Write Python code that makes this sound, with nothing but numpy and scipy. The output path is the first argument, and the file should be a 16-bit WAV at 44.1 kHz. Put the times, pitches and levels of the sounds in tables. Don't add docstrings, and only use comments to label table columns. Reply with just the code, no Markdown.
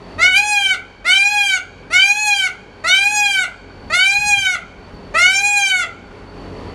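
import sys
import numpy as np
from scipy import signal
from scipy.fft import rfft, irfft, next_fast_len
from scipy.io import wavfile
from scipy.ndimage import uniform_filter1d, map_coordinates

SR = 44100
rng = np.random.default_rng(int(sys.argv[2]) if len(sys.argv) > 2 else 0)


def store_wav(level_fs):
    pcm = np.round(np.clip(np.atleast_2d(level_fs), -1, 1) * 32767)
    wavfile.write(sys.argv[1], SR, pcm.T.astype(np.int16))


def to_linear_factor(level_db):
    exponent = np.asarray(level_db, float) / 20
    return 10 ** exponent


N = 297523


def along(points, hz):
    f, v = np.transpose(points)
    return np.interp(np.log(hz + 1), np.log(f + 1), v)


def wobble(rate_hz):
    knots = rng.standard_normal(int(N * rate_hz / SR) + 4)
    return map_coordinates(knots, [np.arange(N) * rate_hz / SR])


def filtered(x, response):
    m = next_fast_len(N + SR // 2)
    return irfft(rfft(x, m) * response(np.fft.rfftfreq(m, 1 / SR)), m)[:N]


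def noise(spectrum):
    x = filtered(rng.standard_normal(N), lambda hz: to_linear_factor(along(spectrum, hz)))
    return x / np.std(x)


def bump(t, centre_s, half_s):
    return np.exp(-((t - centre_s) / half_s) ** 2)


def posture(pitch_hz, past):
    steps_hz = [610, 660, 700, 735, 760, 785, 810, 830, 850]
    # (effort [dB], treble [dB], beak resonance [dB])
    rising = [(-7, -7.5, -22), (-8, -9.5, -24), (-6.5, -2, -30.5), (-5.5, -4, 2.5), (-4.5, -8.5, 8.5),
              (-3.5, -5, -1.5), (-3.5, -2, -10), (-11, -0.5, -9), (-4.5, 0.5, -29)]
    falling = [(-10, -18, -2), (-10, -11, 2), (-12, -3, 10), (-8.5, -1, -10), (-5.5, -4.5, 2.5),
               (-10, 3, 16.5), (-5, -2.5, 7.5), (-6, 3, -0.5), (-12.5, 0, -55)]
    blends = []
    for up, down in zip(np.transpose(rising), np.transpose(falling)):
        up_db, down_db = np.interp(pitch_hz, steps_hz, up), np.interp(pitch_hz, steps_hz, down)
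        blends.append((1 - past) * up_db + past * down_db)
    return blends


def tract_db(hz, treble_db, beak_db, brass_db):
    # (frequency [Hz], gain [dB])
    windpipe = [(600, 15.5), (740, -10.5), (840, 4), (1250, 1), (1380, 2), (1500, -0.5), (1690, -3.5),
                (1900, -2), (2100, -1), (2300, 2.5), (2480, 1.5), (2800, 1), (3080, -1), (3350, -4),
                (4100, -4), (4600, -0.5), (5300, -11.5), (6500, 0.5), (7400, 1.5), (8600, -4), (9200, -2.5),
                (11000, -7.5), (15000, -18.5)]
    mouth_hz, mouth_width_hz = 3080, 330
    brass_hz, brass_width_hz = 8500, 2200
    colour_db = along(windpipe, hz)
    colour_db = colour_db + np.clip(beak_db, -12, 10) * np.exp(-((hz - mouth_hz) / mouth_width_hz) ** 2)
    colour_db = colour_db + treble_db * np.clip(hz / 3500 - 1, 0, 1)
    return colour_db + brass_db * np.exp(-((hz - brass_hz) / brass_width_hz) ** 2)


def peacock():
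    # (multiple of the pitch, level [dB])
    overtones = [(1, -13.5), (2, -3.5), (3, -0.5), (4, -8.5), (5, -10), (6, -12.5), (7, -13), (8, -14),
                 (9, -18), (10, -22.5), (11, -18.5), (12, -22.5), (13, -22), (14, -21.5), (15, -22),
                 (16, -30), (17, -26), (18, -33), (19, -32), (20, -44), (21, -44), (22, -45), (23, -46)]
    # (time [s], pitch [Hz])
    arches = [
        [(.183, 617), (.204, 657), (.231, 717.4), (.288, 752), (.336, 732), (.354, 773), (.387, 812),
         (.435, 836.8), (.501, 838), (.573, 812), (.726, 749.7), (.752, 673)],
        [(1.045, 600), (1.069, 701), (1.09, 719), (1.15, 776.2), (1.258, 813), (1.315, 834.8), (1.375, 823),
         (1.471, 793), (1.561, 738), (1.582, 687)],
        [(1.903, 609), (1.924, 676), (1.951, 729), (2.023, 779), (2.099, 813.7), (2.2, 850.8), (2.257, 841),
         (2.372, 793.3), (2.467, 735.4), (2.48, 675)],
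        [(2.84, 611), (2.879, 707), (2.948, 767.6), (3.065, 817.6), (3.128, 842.3), (3.231, 823.5),
         (3.335, 783.5), (3.41, 742), (3.434, 720), (3.448, 675)],
        [(3.9, 602), (3.948, 703), (4.011, 748), (4.065, 783), (4.128, 803.3), (4.2, 828.8), (4.281, 829.4),
         (4.404, 787.2), (4.524, 725), (4.548, 705), (4.56, 644)],
        [(5.14, 580), (5.16, 637), (5.197, 697), (5.271, 739.6), (5.344, 781), (5.464, 821.8), (5.551, 819),
         (5.629, 795), (5.782, 726.8), (5.83, 685), (5.842, 645)],
    ]
    # (rising level [dB], falling level [dB], treble [dB],
    # treble surge at the top [dB], windpipe length over its usual [ratio])
    manner = [(-0.5, -0.1, -2, 13.5, 1.005), (2.1, 0, 0.9, -3.5, .995), (0.7, 0.2, 0.7, 1.5, .995),
              (1.1, 0, 1, 5, .995), (-0.8, -0.3, 0.5, 10, 1.005), (0.5, 0.1, 0.9, 12, 1.0214)]
    turn_s, surge_half_s = 0.02, 0.032
    low_up_db, low_down_db = -1.5, 2
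    falter_s, falter_half_s, falter_db, falter_treble_db = 0.304, 0.026, -4.5, -3
    kick_s, kick_half_s, kick_db, kick_treble_db = 0.393, 0.041, 4, 3.5

    out, flutter = np.zeros(N), wobble(120)
    air = noise([(500, -45), (2000, -0.5), (4000, -7.5), (6500, -3), (10000, -21), (15000, -43)])
    shimmer_db = [4.8 * np.tanh(0.15 + (k / 6) ** 2) * np.exp(-(k / 24) ** 2) * wobble(35)
                  for k, _ in overtones]
    for arch, (up_db, down_db, bright_db, surge_db, length) in zip(arches, manner):
        s, arch_hz = np.transpose(arch)
        begin_s, end_s, top_s = s[0] - 0.003, s[-1], s[np.argmax(arch_hz)]
        at = np.arange(round(begin_s * SR), round(end_s * SR))
        t = at / SR
        pitch = np.interp(t, s, arch_hz)
        past = 0.5 + 0.5 * np.tanh((t - top_s) / turn_s)

        slack, kick = bump(t, falter_s, falter_half_s), bump(t, kick_s, kick_half_s)
        brass_db = surge_db * bump(t, top_s, surge_half_s)
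        effort_db, treble_db, beak_db = posture(pitch * length, past)
        effort_db = effort_db + (1 - past) * up_db + past * down_db + falter_db * slack + kick_db * kick
        treble_db = treble_db + bright_db + falter_treble_db * slack + kick_treble_db * kick

        waver = (0.0015 + 0.0068 * np.exp(-(t - begin_s) / 0.057)) * flutter[at]
        pitch = uniform_filter1d(pitch, size=400, mode="nearest") * (1 + waver)
        phase = 2 * np.pi * np.cumsum(pitch) / SR

        onset = np.clip((t - begin_s) / 0.052, 0, 1)
        ending = np.clip((end_s - t) / 0.0034, 0, 1)
        onset = onset * to_linear_factor(3.6 * (1 - onset) * flutter[at])
        onset = onset * (1 + 0.9 * np.exp(-(t - begin_s) / 0.009) * np.cos(phase / 2))

        voice = 0
        for (k, db), stir_db in zip(overtones, shimmer_db):
            hz = k * pitch * length
            low_db = (k < 3) * ((1 - past) * low_up_db + past * low_down_db)
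            level_db = db + low_db + tract_db(hz, treble_db, beak_db, brass_db) + stir_db[at]
            voice = voice + to_linear_factor(level_db) * np.cos(k * phase + 0.285 * k * k)

        rasp_db = 18 * np.exp(-(t - s[0]) / 0.015) - 18 * (t - s[0]) + 10 * np.exp(-(end_s - t) / 0.055)
        breath = to_linear_factor(-28.0 + rasp_db + treble_db) * (1 + 0.39 * np.cos(phase)) * air[at]
        out[at] = to_linear_factor(effort_db) * onset * ending * (voice + breath)
    return out


def early(x):
    # (delay [ms], gain [ratio])
    echoes = [(0.911, 0.1), (1.638, 0.12), (3.064, -0.21), (4.292, -0.15), (7.022, -0.12), (9.105, -0.12),
              (9.859, 0.21), (11.686, -0.22), (12.234, 0.35), (12.667, -0.3), (12.894, -0.23),
              (13.588, -0.29), (21.213, 0.024), (21.754, -0.14), (31.785, 0.05)]

    def comb(hz):
        return 1 + sum(gain * np.exp(-2j * np.pi * hz * ms / 1000 - (hz / 12000) ** 2)
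                       for ms, gain in echoes)
    return filtered(x, comb)


def tail(x, decays, start_ms):
    hz, t, z = signal.stft(rng.standard_normal(SR), SR, nperseg=256)
    fade = to_linear_factor(-60 * t / along(decays, hz)[:, None])
    h = signal.istft(z * fade, SR, nperseg=256)[1]
    h = np.pad(h / np.linalg.norm(h), (round(start_ms * SR / 1000), 0))
    return signal.fftconvolve(x, h)[:N]


def traffic():
    # (time [s], level [dB])
    course = [(0, -38.5), (1, -39), (1.998, -41), (3.002, -38), (4, -40.5), (5.9, -37), (6.299, -40),
              (6.45, -36), (6.65, -32.5), (6.75, -33.5)]
    # (frequency [Hz], relative density [dB per Hz])
    rumble_colour = [(15, -37), (25, -33), (92, -7.5), (151, -11), (285, -8.5), (334, -10), (425, -7),
                     (600, -14.5), (780, -26), (1320, -120)]
    rush_colour = [(290, -26), (500, -8), (906, -7), (1020, -7.5), (1580, -17.5), (1920, -15.5),
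                   (2300, -18.5), (2790, -19.5), (3710, -25), (4570, -27.5), (4930, -29), (11000, -47),
                   (14300, -74), (22000, -120)]
    # (multiple of the base rate, level [dB])
    idle = [(1, -44), (2, -43.5), (3, -56), (4, -48), (6, -49.5), (9, -47)]
    rush_mid_db, rush_follows, base_hz = -40.5, 0.66, 45.6

    t = np.arange(N) / SR
    s, points_db = np.transpose(course)
    rumble_db = np.interp(t, s, points_db)
    swing_db = rumble_db - np.median(points_db)
    rush_db = rush_mid_db + rush_follows * swing_db
    rumble = to_linear_factor(rumble_db) * noise([(10, -60)] + rumble_colour + [(1400, -130)])
    rush = to_linear_factor(rush_db + 1.2 * wobble(10)) * noise([(250, -40)] + rush_colour)

    phase = 2 * np.pi * np.cumsum(base_hz * (1 + 0.01503 * wobble(5))) / SR
    engine = sum(np.sqrt(2) * to_linear_factor(db + 2.2 * wobble(12)) * np.sin(k * phase + k * k) for k, db in idle)
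    surge_db = 1.6 * wobble(7)
    return to_linear_factor(surge_db) * (rumble + to_linear_factor(swing_db) * engine) + rush


def wind():
    # (start [s], level [dB], frequency [Hz], length [s])
    puffs = [(4.179, -26, 152, 0.033), (4.245, -25, 146, 0.03), (4.297, -25, 89.5, 0.039),
             (4.37, -23.5, 120, 0.035), (4.412, -28, 81.7, 0.04), (4.542, -29.5, 50, 0.03),
             (4.614, -32, 97.4, 0.04), (4.777, -36, 59.8, 0.035), (4.934, -30, 60, 0.022)]
    # (time [s], level [dB], half length [s])
    gusts = [(.4, -66, 0.36), (1.152, -45, 0.17), (3.869, -36, 0.074), (4.305, -35.5, .16),
             (4.95, -56, 0.32), (6, -49, 0.29), (6.62, -45, .12)]
    calm_db = -47.5

    thuds, t = np.zeros(N + SR), np.arange(SR // 5) / SR
    churn = noise([(30, -27), (60, 5.5), (200, -8.5), (320, -16.5), (700, -58)])
    for s, db, hz, length_s in puffs:
        u = t / max(length_s, 0.005) * 2.3
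        at = round(s * SR)
        push = np.sin(2 * np.pi * hz * t) + 0.98 * churn[at:][:len(t)]
        thuds[at:][:len(t)] += to_linear_factor(db) * (u * np.exp(1 - u)) ** 2 * push

    swell = sum(to_linear_factor(db) * bump(np.arange(N) / SR, s, half_s) for s, db, half_s in gusts)
    strength = (to_linear_factor(calm_db) + swell) * to_linear_factor(2.7 * wobble(7.9))
    return thuds[:N] + strength * noise([(15, -27), (40, 2.0), (120, -13), (250, -8), (600, -67)])


def cricket():
    tone_hz, strokes_hz = 4484, 48.8
    strokes = 2 * np.pi * np.cumsum(strokes_hz * (1 + 0.004 * wobble(3.05))) / SR
    gate = (0.5 + 0.5 * np.sin(strokes)) ** 0.5 + 0.12
    tone = np.sin(2 * np.pi * np.cumsum(tone_hz * (1 + 0.00066 * wobble(19))) / SR)
    return to_linear_factor(-51.0 + 0.38 * wobble(3.26) + 3.0 * wobble(28)) * gate * tone


def scene():
    # (frequency [Hz], t60 [s])
    surrounds = [(600, 0.51), (1500, 0.3), (2500, 0.23), (4500, 0.18), (10000, 0.15)]
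    # (frequency [Hz], t60 [s])
    far = [(600, 4.1), (2000, 1.03), (5000, 1.1), (10000, 0.39)]
    bird = peacock()
    near_tail = to_linear_factor(-9.0) * tail(bird, surrounds, start_ms=15)
    far_tail = to_linear_factor(-30) * tail(bird, far, start_ms=73)
    voice = early(bird) + near_tail + far_tail
    return (voice + traffic() + wind() + cricket())[None]


def gain_control(x, knee_db, ratio, fall_db_per_s, rise_db_per_s):
    step = 220
    power = np.abs(uniform_filter1d(x ** 2, 2600))[::step]
    level_db = 10 * np.log10(power + 1e-12)
    wanted_db = -ratio * np.clip(level_db - knee_db, 0, None)
    gain_db = np.full(len(wanted_db), -1.5)
    for i in range(1, len(gain_db)):
        change_db = wanted_db[i] - gain_db[i - 1]
        gain_db[i] = gain_db[i - 1] + np.clip(change_db, -fall_db_per_s * step / SR, rise_db_per_s * step / SR)
    return x * to_linear_factor(np.interp(np.arange(N), np.arange(len(gain_db)) * step, gain_db))


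def top_cut(x):
    return signal.sosfilt(signal.butter(12, 15710, fs=SR, output="sos"), x)


def record(dry):
    x = gain_control(dry[0], knee_db=-20.5, ratio=0.63, fall_db_per_s=50, rise_db_per_s=18.0)
    x = x / (1 + np.abs(x / 1.03) ** 8) ** (1 / 8)
    return top_cut(x[None])


dry = scene()
out = record(dry)
store_wav(out)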